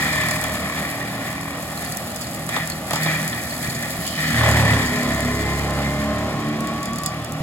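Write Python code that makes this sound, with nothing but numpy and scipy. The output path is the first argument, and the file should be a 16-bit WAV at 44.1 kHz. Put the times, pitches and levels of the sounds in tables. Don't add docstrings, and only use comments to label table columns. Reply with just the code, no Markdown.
import sys
import numpy as np
from scipy import signal
from scipy.fft import rfft, irfft
from scipy.io import wavfile
from scipy.ndimage import uniform_filter1d

SR = 44100
rng = np.random.default_rng(int(sys.argv[2]) if len(sys.argv) > 2 else 0)


def dump_mix(stems):
    frames = np.atleast_2d(stems).T
    limited = np.clip(frames, -1, 1)
    pcm = np.round(limited * 32767).astype(np.int16)
    wavfile.write(sys.argv[1], SR, pcm)


N = 327222
T = np.arange(N) / SR

# freq_hz, level_db
SNAP_SPECTRUM = [(2000,-23),(4500,-16),(5800,6.5),(7200,5),(9500,10),(12000,3),(16000,-1.5)]


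def undb(db):
    return 10 ** (np.asarray(db) / 20)


def unit(x):
    return x / np.sqrt(np.mean(x ** 2))


def together(*levels_db):
    return 10 * np.log10(sum(undb(db) ** 2 for db in levels_db))


def curve(points):
    return np.interp(T, *np.transpose(points))


def across(points):
    hz, value = np.transpose(points)
    return np.interp(np.log(np.arange(N // 2 + 1) * SR / N + 1), np.log(hz + 1), value)


def colour(x, spectrum):
    cepstrum = irfft(np.log(undb(across(spectrum))), N)
    cepstrum[1:N // 2] *= 2
    cepstrum[N // 2 + 1:] = 0
    return unit(irfft(rfft(x) * np.exp(rfft(cepstrum)), N))


def ring(x, modes):
    f = np.arange(N // 2 + 1) * SR / N
    response = sum((-1) ** k * undb(db) * 1j * f * width / (hz ** 2 - f ** 2 + 1j * f * width)
                   for k, (hz, width, db) in enumerate(modes))
    return unit(irfft(rfft(x) * response, N))


def walk(rate_hz):
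    step = max(int(SR / rate_hz), 2)
    held = np.repeat(rng.standard_normal(N // step + 2), step)
    return unit(uniform_filter1d(uniform_filter1d(held, step), step)[:N])


def noise():
    # freq_hz, shared_power_fraction
    likeness = [(100,0.97),(350,0.99),(800,0.733),(1500,0.552),(2000,0.595),(3000,0.49),(6000,0.486),(8000,1),(15000,0.778)]
    alike = np.clip(across(likeness), 0, 1)
    spectra = rfft(rng.standard_normal((3, N)))
    return irfft(np.sqrt(alike) * spectra[0] + np.sqrt(1 - alike) * spectra[1:], N)


def grains(per_s, scatter_db):
    hits = rng.random(N) < per_s / SR
    sizes = hits * undb(scatter_db * np.minimum(rng.exponential(size=N), 5))
    power = signal.lfilter([1], [1, -np.exp(-1 / (0.000658 * SR))], sizes ** 2)
    return unit(noise() * np.sqrt(power))


def throb(cycles, depth, decay):
    return unit(1 + depth * np.exp(-(cycles % 1) / decay))


def partial(turns, multiple, rough):
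    wobble = 1 + rough * (walk(22) + 1j * walk(22))
    return np.real(wobble * np.exp(2j * np.pi * multiple * turns))


def repeating(turns, size=256):
    out = 0
    for _ in range(2):
        pattern = irfft(np.exp(2j * np.pi * rng.random(size // 2 + 1)))
        out = out + walk(3) * np.interp(turns % 1, np.arange(size) / size, pattern, period=1)
    return out / np.sqrt(uniform_filter1d(out ** 2, SR // 10) + 1e-9)


def swell(start_s, length_s, level_db, attack_s, fall_db_per_s):
    rise = np.clip((T - start_s) / attack_s, 1e-6, 1)
    return level_db + 20 * np.log10(rise) - fall_db_per_s * np.maximum(T - start_s - length_s, 0)


def blows(events, decay_s, tail_db, tail_s):
    envelope = np.zeros(N)
    for s, db in events:
        start = int(s * SR)
        age = T[:N - start][:SR // 4]
        shape = np.exp(-age / decay_s) + undb(tail_db) * np.exp(-age / tail_s)
        envelope[start:start + len(age)] += undb(db) * shape
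    return envelope


def struck(events, spectrum, decay_s, tail_db, tail_s):
    contacts = np.zeros(N)
    for s, db in events:
        contacts[int(s * SR)] += undb(db)
    force = 4 * contacts + noise() * blows(events, decay_s, tail_db, tail_s)
    return colour(force, spectrum) * np.sqrt(np.mean(force ** 2))


def singing_panels(turns, fade_s=0.1415):
    # start_s, length_s, shaft_harmonic, level_db
    tones = [(0.056, 0.572, 16, -36), (0.35, 1.345, 7, -42), (4.13, 0.31, 6, -29), (4.33, 0.21, 17, -33.5),
             (4.55, 0.31, 15, -38), (4.526, 0.93, 7, -28.5), (4.6, 0.52, 12, -35), (5.019, 0.3237, 17, -33),
             (5.019, 0.478, 19, -34.5), (5.168, 0.595, 12, -40.5), (5.823, 0.522, 17, -35),
             (5.647, 1.4, 6, -34), (5.85, 0.997, 8, -35)]
    out = 0
    for start, length, harmonic, db in tones:
        fade = np.clip(np.minimum(T - start, start + length - T) / fade_s, 0, 1)
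        tone = unit(partial(turns + rng.random(), harmonic, rough=0.4))
        out = out + tone * np.sin(np.pi / 2 * fade) * undb(db)
    return out


def gear_whine(turns, speed, fuel):
    # mesh_multiple, shaft_offset, level_db
    side_tones = [(1, -2, -48), (1, 2, -48.5), (1, 1, -53), (3, 0, -53.5), (4, 0, -61.5), (4, 2, -59)]
    mesh_per_turn, case_hz, case_width_hz = 29.55, 1139, 29.3
    upper_case_hz, upper_width_hz = 2066.4, 74
    entry = np.clip((T - 4.72) / 0.057, undb(-15.5), 1)
    mesh = mesh_per_turn * turns + 0.0744 * walk(70)
    mesh_hz = mesh_per_turn * speed
    lift_db = 12 / (1 + (2 * (mesh_hz - case_hz) / case_width_hz) ** 2)
    tone = unit(partial(mesh, 1, rough=0.42)) * undb(-48 + 10 * fuel + lift_db + 1.2 * walk(5))
    octave_detune = 2 * (2 * mesh_hz - upper_case_hz) / upper_width_hz
    octave = unit(partial(mesh, 2, rough=0.43)) * undb(-37) / np.hypot(1, octave_detune)
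    sides = sum(unit(partial(k * mesh + offset * turns, 0.981, rough=0.81)) * undb(db)
                for k, offset, db in side_tones)
    return entry * (tone + octave + sides)


def diesel_clatter(turns, clatter_db):
    # freq_hz, level_db
    spectrum = [(200,-24.5),(440,-8),(520,-2),(640,1),(810,0),(920,-11),(1150,-4),(1550,-10),(2000,-18),(2700,-11.5),(3400,-15.5),(5500,-19.5),(16000,-48)]
    # pitch_hz, width_hz, level_db
    panel_modes = [(617.1,52,0),(684.3,36.4,4.5),(802.8,31,-5),(1142.9,25.3,3),(1250,21,-4.5),(1426.6,10.1,-0.5),(1790,10.8,-18),(2093.6,45.5,-5)]
    knock = colour(noise() * throb(2 * turns, depth=0.15, decay=0.071), spectrum)
    contacts = repeating(turns) * undb(2.63 * walk(30))
    rattle = colour(contacts, spectrum) * undb(-3)
    panels = ring(contacts + 0.5 * noise(), panel_modes) * undb(-7.5)
    tight = np.clip((clatter_db + 35.5) / 12, .05, .7)
    return (np.sqrt(1 - tight) * knock + np.sqrt(tight) * rattle + panels) * undb(clatter_db)


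def drive_drone(turns, speed, fuel, pound_db, drone_db, boom_db):
    # harmonic, level_db
    free_harmonics = [(1,-21.5),(2,-4),(3,0.5),(4,3),(5,0.5),(6,-1),(7,-5.5),(8,-8),(9,-9),(10,-13)]
    # harmonic, level_db
    loaded_harmonics = [(1,-17),(3,-8.5),(4,3),(5,-1.5),(6,-2.5),(7,-5),(8,-6),(9,-4.5),(10,-5),(11,-7.5),(12,-9.5),(13,-11),(14,-11)]
    # freq_hz, level_db
    rumble_spectrum = [(20,-56.5),(40,-27.5),(60,-12),(90,-9),(125,-9),(160,-1.5),(200,-8),(280,-6),(340,-12),(420,-27.5),(700,-40.5),(2000,-75)]
    belt_ratio = 0.99
    load = np.clip((pound_db + 39) / 10, 0, 1)
    bog = np.clip((pound_db + 27) / 5, 0, 1)
    labour = np.maximum(load, fuel ** 2)
    tuned = np.clip(speed - 38 + 0.34, 0, 1)
    lag = rng.random(size=16)
    free = unit(sum(undb(db) * partial(belt_ratio * turns - lag[k], k, rough=0.392)
                    for k, db in free_harmonics))
    buzz = unit(sum(undb(db + 2.5 * walk(4)) * partial(turns - lag[k], k, rough=0.25)
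                    for k, db in loaded_harmonics))
    hum = (1 - 0.484 * labour) * free * undb(-3.5) + labour * buzz * undb(-6.5 - 0.47 * bog)
    thump = np.sqrt(load) * drum_thump(turns, tuned, bog) * undb(pound_db + 0.89 - 6.56 * bog)
    rumble = colour(noise() * throb(turns, depth=0.245, decay=0.72), rumble_spectrum)
    rumble *= undb(-5 - 3.91 * labour + 4.43 * bog)
    boom = tuned * partial(turns - lag[4], 4, rough=0.324) * undb(boom_db)
    return thump + (hum + rumble) * undb(drone_db) + boom


def chip_ticks(spray_db, faint_per_s=7.5, rise_s=0.00116, decay_s=0.0064):
    # start_s, level_db, pitch_hz
    ticks = [(1.773, -34, 4270), (1.86, -32, 4430), (1.923, -31, 4400), (2.242, -32, 4280),
             (2.7, -32, 4450), (2.718, -27, 4392), (3.0235, -31.5, 4440), (3.5074, -32, 4380),
             (3.5329, -32, 4460), (3.562, -33, 4435), (3.6411, -31.5, 4500), (3.6985, -28.5, 4480),
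             (6.985, -34.5, 4520)]
    faint_ticks = []
    for when, softness, spot in rng.random((round(faint_per_s * T[-1]), 3)):
        s = when * T[-1]
        db = np.interp(s, T, spray_db) - 14 - 8 * softness
        faint_ticks.append((s, db, 4555 + 221 * (2 * spot - 1)))
    out = np.zeros((2, N))
    for s, db, hz in [*ticks, *faint_ticks]:
        start = int(s * SR)
        age = T[:N - start][:SR // 20]
        cluster_hz = hz + 290 * rng.uniform(-1.036, 1, size=(5, 1))
        phases = rng.random(size=(5, 1)) + 0.74 * rng.random(size=(2, 5, 1))
        tone = np.sin(2 * np.pi * (cluster_hz * age + phases)).sum(axis=1) / np.sqrt(5)
        envelope = (1 - np.exp(-age / rise_s)) * np.exp(-age / decay_s)
        out[:, start:start + len(age)] += 2 * undb(db) * tone * envelope
    return out


def grit_spray(turns, spray_db, fuel):
    # freq_hz, level_db
    spectrum = [(800,-29.5),(2500,-17),(4400,1.5),(5800,-5),(7400,0.5),(9000,3),(10500,2),(12500,0.5),(15500,-7.5)]
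    # freq_hz, change_db
    dulling = [(4400, 1), (7300, -0.5), (10500, -5), (15000, -5)]
    gusts = throb(turns, depth=0.41, decay=0.215) * undb(walk(45))
    fast = colour(grains(per_s=5500, scatter_db=3.5) * gusts, spectrum)
    slow = irfft(rfft(fast) * undb(across(dulling)), N)
    return ((1 - fuel) * fast + fuel * slow) * undb(spray_db + 4.5)


def soil_thuds(pitch_hz=158):
    # start_s, level_db
    thuds = [(2.558, -29.5), (2.935, -20.5), (3.059, -22), (3.225, -26.5), (3.684, -18.5), (3.758, -20),
             (3.989, -17.5), (4.719, -15.5), (7.405, -18)]
    tone = np.sin(2 * np.pi * pitch_hz * T + walk(40))
    return tone * blows(thuds, decay_s=0.0164, tail_db=-24.5, tail_s=0.048)


def wood_knocks():
    # start_s, level_db
    chunks = [(0.441, -25.5), (2.491, -26), (2.564, -20), (2.909, -23), (2.933, -22.5), (2.96, -25),
              (3.062, -23.5), (3.329, -27.5), (4.434, -24), (4.595, -25), (4.734, -22.5)]
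    # freq_hz, level_db
    knock_spectrum = [(100,-25.5),(300,-1.5),(700,10),(1300,10),(2000,-19),(3500,5),(6000,-28),(16000,-69)]
    # freq_hz, level_db
    crack_spectrum = [(500, -22), (1200, -2.5), (3700, -0.5), (8000, -10.5), (16000, -23.5)]
    knocks = struck(chunks, knock_spectrum, decay_s=0.0029, tail_db=-4, tail_s=0.0222)
    cracks = colour(grains(per_s=2500, scatter_db=1.5), crack_spectrum)
    cracks *= blows(chunks, decay_s=0.003, tail_db=-6, tail_s=0.0164)
    return knocks + cracks * undb(-4.5)


def twig_snaps(turns, spray_db, small_per_s=2, rehit_db=2):
    # start_s, level_db, ping_offset_db, hit_count
    big_snaps = [(0.0448, -21.5, -11, 1), (0.2857, -19, -1, 1), (0.3102, -18.5, -8.5, 1),
                 (0.3611, -22, -10, 1), (0.4135, -18, -19.5, 1), (0.4393, -16, -12, 1),
                 (0.9129, -24, -10.5, 1), (1.4117, -26, -3.5, 1), (1.848, -23, -5.5, 1),
                 (1.9228, -20.5, -16, 1), (1.9709, -14.5, -23.5, 1), (2.1603, -20, -2.5, 1),
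                 (2.212, -21, -4.5, 1), (2.4656, -26, -13, 1), (2.4912, -19.5, -26.5, 1),
                 (2.675, -21, -4.5, 2), (2.908, -17, -5, 2), (2.958, -19, -0.5, 1), (2.942, -24, -8, 1),
                 (3.033, -18, 0.5, 1), (3.229, -22, -16, 1), (3.2782, -16.5, -10.5, 1),
                 (3.4187, -25, -15.5, 1), (3.436, -22.5, -16.5, 1), (3.7485, -25.5, 5, 1),
                 (4.067, -20, -20.5, 1), (4.861, -23, 4, 1), (5.031, -21, -1.5, 1), (5.09, -29, 1.5, 1),
                 (5.147, -22, -17.5, 1), (5.206, -20, -7, 1), (6.606, -22.5, -7.5, 1),
                 (6.672, -23.5, -1.5, 1), (6.8302, -25, -1, 2), (6.933, -26, -4, 3), (7.0346, -21, -1, 1),
                 (7.061, -12.5, -3, 1), (7.2466, -26, -4.5, 1), (7.322, -23, -18.5, 1)]
    # pitch_hz, width_hz, level_db
    tooth_modes = [(3502,190,2),(4423,123,6),(4965,290,5.5),(7200,272,5),(8370,87,0.5)]
    hits = []
    for s, db, ping, count in big_snaps:
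        first_turn = np.interp(s, T, turns)
        hits += [(np.interp(first_turn + k, turns, T), db + k * rehit_db, ping) for k in range(count)]
    chances = rng.random(int(turns[-1]))
    for turn, (size, hardness) in enumerate(rng.standard_normal((len(chances), 2))):
        if chances[turn] < small_per_s * T[-1] / turns[-1]:
            s = np.interp(turn, turns, T)
            hits.append((s, np.interp(s, T, spray_db) + 10 + 2.9 * size, 0.5 + 3 * hardness))
    snap_hits = [(s, db) for s, db, _ in hits]
    ping_hits = [(s, db + ping) for s, db, ping in hits]
    snaps = struck(snap_hits, SNAP_SPECTRUM, decay_s=0.0016, tail_db=-18, tail_s=0.013)
    pings = ring(noise(), tooth_modes) * blows(ping_hits, decay_s=0.00277, tail_db=0, tail_s=0.0222)
    return snaps * undb(-2) + pings * undb(-12)


def wood_rasp(turns):
    # freq_hz, level_db
    spectrum = [(1500,-29),(2600,-20),(3000,4),(3500,-8.5),(4400,-2),(5500,-8.5),(9000,-23),(16000,-37.5)]
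    strokes = grains(per_s=2800, scatter_db=-1.5) * throb(2 * turns, depth=1.03, decay=0.35)
    rasp_db = swell(start_s=4, length_s=0.35, level_db=-34, attack_s=0.05, fall_db_per_s=72.5)
    return colour(strokes, spectrum) * undb(rasp_db)


def stump_chops(turns, at_turn=0.115, decay_turns=0.131, attack_s=0.063):
    # start_s, length_s, level_db, fall_db_per_s
    runs = [(-0.02, 0.73, -35, 19), (1.27, 0.217, -36, 60.5), (4.348, 0.395, -27.5, 110),
            (5.042, 1.172, -44, 24.5)]
    # freq_hz, level_db
    spectrum = [(200,-25),(450,-9.5),(620,3.5),(850,-6.5),(1120,4.5),(1400,-6.5),(1600,-3.5),(2100,-3.5),(2420,2),(2750,-22),(3500,-19),(6000,-22),(16000,-33)]
    chop_db = together(*(swell(s, length, db, attack_s, fall) for s, length, db, fall in runs))
    since_hit = (turns - at_turn) % 1
    blow = np.exp(-since_hit / decay_turns) * undb(1.2 * walk(40))
    knock = colour(blow * (noise() + 0.78 * repeating(turns)), spectrum)
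    crack = colour(blow * grains(per_s=13000, scatter_db=8.5), SNAP_SPECTRUM)
    return (knock + crack * undb(-14)) * undb(chop_db)


def drum_thump(turns, tuned, bog):
    # shaft_harmonic, level_db
    hollow_harmonics = [(4, 4), (5, -0.5), (7, -5.5)]
    phase = turns - 0.5
    thump = (1 - 0.31 * tuned) * partial(phase, 2, rough=0.02)
    thump += (0.777 + 0.9 * bog) * partial(phase, 3, rough=0.095)
    thump += 0.87 * bog * partial(phase, 4, rough=0.075)
    hollow = sum(undb(db) * partial(phase, k, rough=0.16) for k, db in hollow_harmonics)
    thump += tuned * (1 - bog) * hollow
    return -thump * undb(0.55 * walk(28))


def drum_shredding(turns, shred_db, pound_db):
    # pitch_hz, width_hz, level_db
    hood_modes = [(622,127,-13.5),(807,33,-14.5),(1166.4,41,-16.5),(1291,45,-7),(1406.8,9,-2),(1761.7,84.4,4),(1911.6,60.8,6),(2024.7,72.4,1.5),(3364,548,-10),(4634,260,-16.5)]
    # pitch_hz, width_hz, level_db
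    lip_modes = [(2397, 104, 0)]
    # freq_hz, level_db
    splinter_spectrum = [(300,-30),(700,-1),(1200,2),(2200,2),(2800,-2),(3500,-12),(5000,-5.5),(8000,-13.5),(16000,-34.5)]
    surge = throb(turns, depth=0.146, decay=0.6) * undb(1.366 * walk(35))
    chips = (grains(per_s=3500, scatter_db=2.5) + 0.387 * repeating(turns)) * surge
    pressed = np.clip((pound_db + 32.5) / 10, 0, 1)
    hood = ring(chips, hood_modes) * undb(1.5)
    lip = ring(chips, lip_modes) * undb(-4.5 - 6 * pressed)
    splinters = colour(grains(per_s=900, scatter_db=2.8) * surge, splinter_spectrum)
    return (hood + lip + splinters * undb(-6)) * undb(shred_db)


def stereo_image(x):
    # freq_hz, left_lead_rad
    phase = [(0, 0), (1210, 0.23), (2410, 2.11), (2670, 2.11), (3360, 1), (4820, 4.0), (5600, 2.7),
             (6030, 2.16), (6720, 0.78), (9560, -3.7), (13200, -9.1), (14000, -9.5), (15200, -12.4),
             (16400, -12.5)]
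    # freq_hz, left_minus_right_db
    balance = [(60, -1.3), (110, -1.35), (200, -0.73), (380, -0.18), (700, -1.49), (1290, 0.68),
               (2380, 0.68), (4400, -1.1), (8120, -0.57), (15000, 0.0)]
    side = np.array([[.5], [-.5]])
    ports = undb(side * across(balance)) * np.exp(1j * side * across(phase))
    return irfft(rfft(x) * ports, N)


def scene():
    # time_s, rate_hz
    shaft_speed = [(0, 38.52), (0.4, 38.86), (1.35, 40.01), (1.9, 40.6), (3.1, 39.59), (4.15, 39.75),
                   (4.4, 38.63), (4.65, 35.72), (5.1, 34.66), (5.85, 35.28), (6.35, 36.5), (7.1, 39.06),
                   (7.42, 39.47)]
    # time_s, level_db
    litter = [(0, -35.5), (1.45, -44), (1.85, -39), (2.45, -41.5), (2.85, -41.5), (3.0, -37.5), (3.3, -37),
              (5.3, -36), (6.3, -45), (7.42, -49.5)]
    # start_s, attack_s, length_s, shred_db, boom_db, fall_db_per_s
    bites = [(-0.2, 0.197, 0.41, -25.5, -38, 14), (1.162, 0.082, 0.1017, -33.5, -43.5, 65.5),
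             (1.74, 0.0867, 0.0847, -36.5, -45, 79.5), (2.468, 0.065, 0.1107, -29, -54.5, 72.5),
             (2.859, 0.203, 0.247, -26, -26.5, 31.5), (3.585, 0.06, 0.104, -34, -52.5, 15),
             (4.14, 0.087, 0.175, -26, -26.5, 33), (4.275, 0.195, 0.3213, -22, -40, 26.5),
             (4.656, 0.051, 0.095, -29, -40, 69.5), (4.613, 0.65, 0.825, -33.5, -31, 6)]
    # start_s, length_s, level_db, fall_db_per_s
    pounds = [(-0.2, 1.29, -38, 34), (0.324, 0.128, -34, 61.5), (4.308, 0.444, -16.5, 89),
              (4.998, 1.256, -29.5, 58), (7.147, 0.19, -35.5, 49.5)]
    governed_hz, droop_hz = 40.86, 3.82
    soil_pound_db, pound_attack_s = -39.5, 0.105
    speed = curve(shaft_speed)
    turns = np.cumsum(speed * (1 + 0.0019773 * walk(12))) / SR
    fuel = np.clip((governed_hz - speed) / droop_hz, 0, 1)

    light_brush_db = -42 - 3.5 * np.maximum(T - 6.01, 0)
    shred_db = together(light_brush_db, *(swell(s, length, db, attack, fall)
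                                          for s, attack, length, db, _, fall in bites))
    boom_db = together(*(swell(s, length, db, attack, fall)
                         for s, attack, length, _, db, fall in bites))
    pound_db = together(soil_pound_db, *(swell(s, length, db, pound_attack_s, fall)
                                         for s, length, db, fall in pounds))
    spray_db = together(curve(litter), shred_db - 11.5)
    drone_db = together(-33 + 9 * fuel, shred_db - 5) + 0.11 * walk(4.74)
    clatter_db = together(-35 + 4 * fuel, shred_db - 10.5, pound_db - 8.5) + 1.246 * walk(7.3)

    machine = drive_drone(turns, speed, fuel, pound_db, drone_db, boom_db)
    machine += diesel_clatter(turns, clatter_db) + gear_whine(turns, speed, fuel)
    machine += singing_panels(turns)
    brush = drum_shredding(turns, shred_db, pound_db) + grit_spray(turns, spray_db, fuel)
    brush += twig_snaps(turns, spray_db) + wood_knocks() + soil_thuds()
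    brush += stump_chops(turns) + wood_rasp(turns) + chip_ticks(spray_db)
    return stereo_image(machine + brush)


def record(dry):
    return signal.sosfilt(signal.ellip(10, .2, 80, 16000, fs=SR, output="sos"), dry)


dry = scene()
out = record(dry)
dump_mix(out)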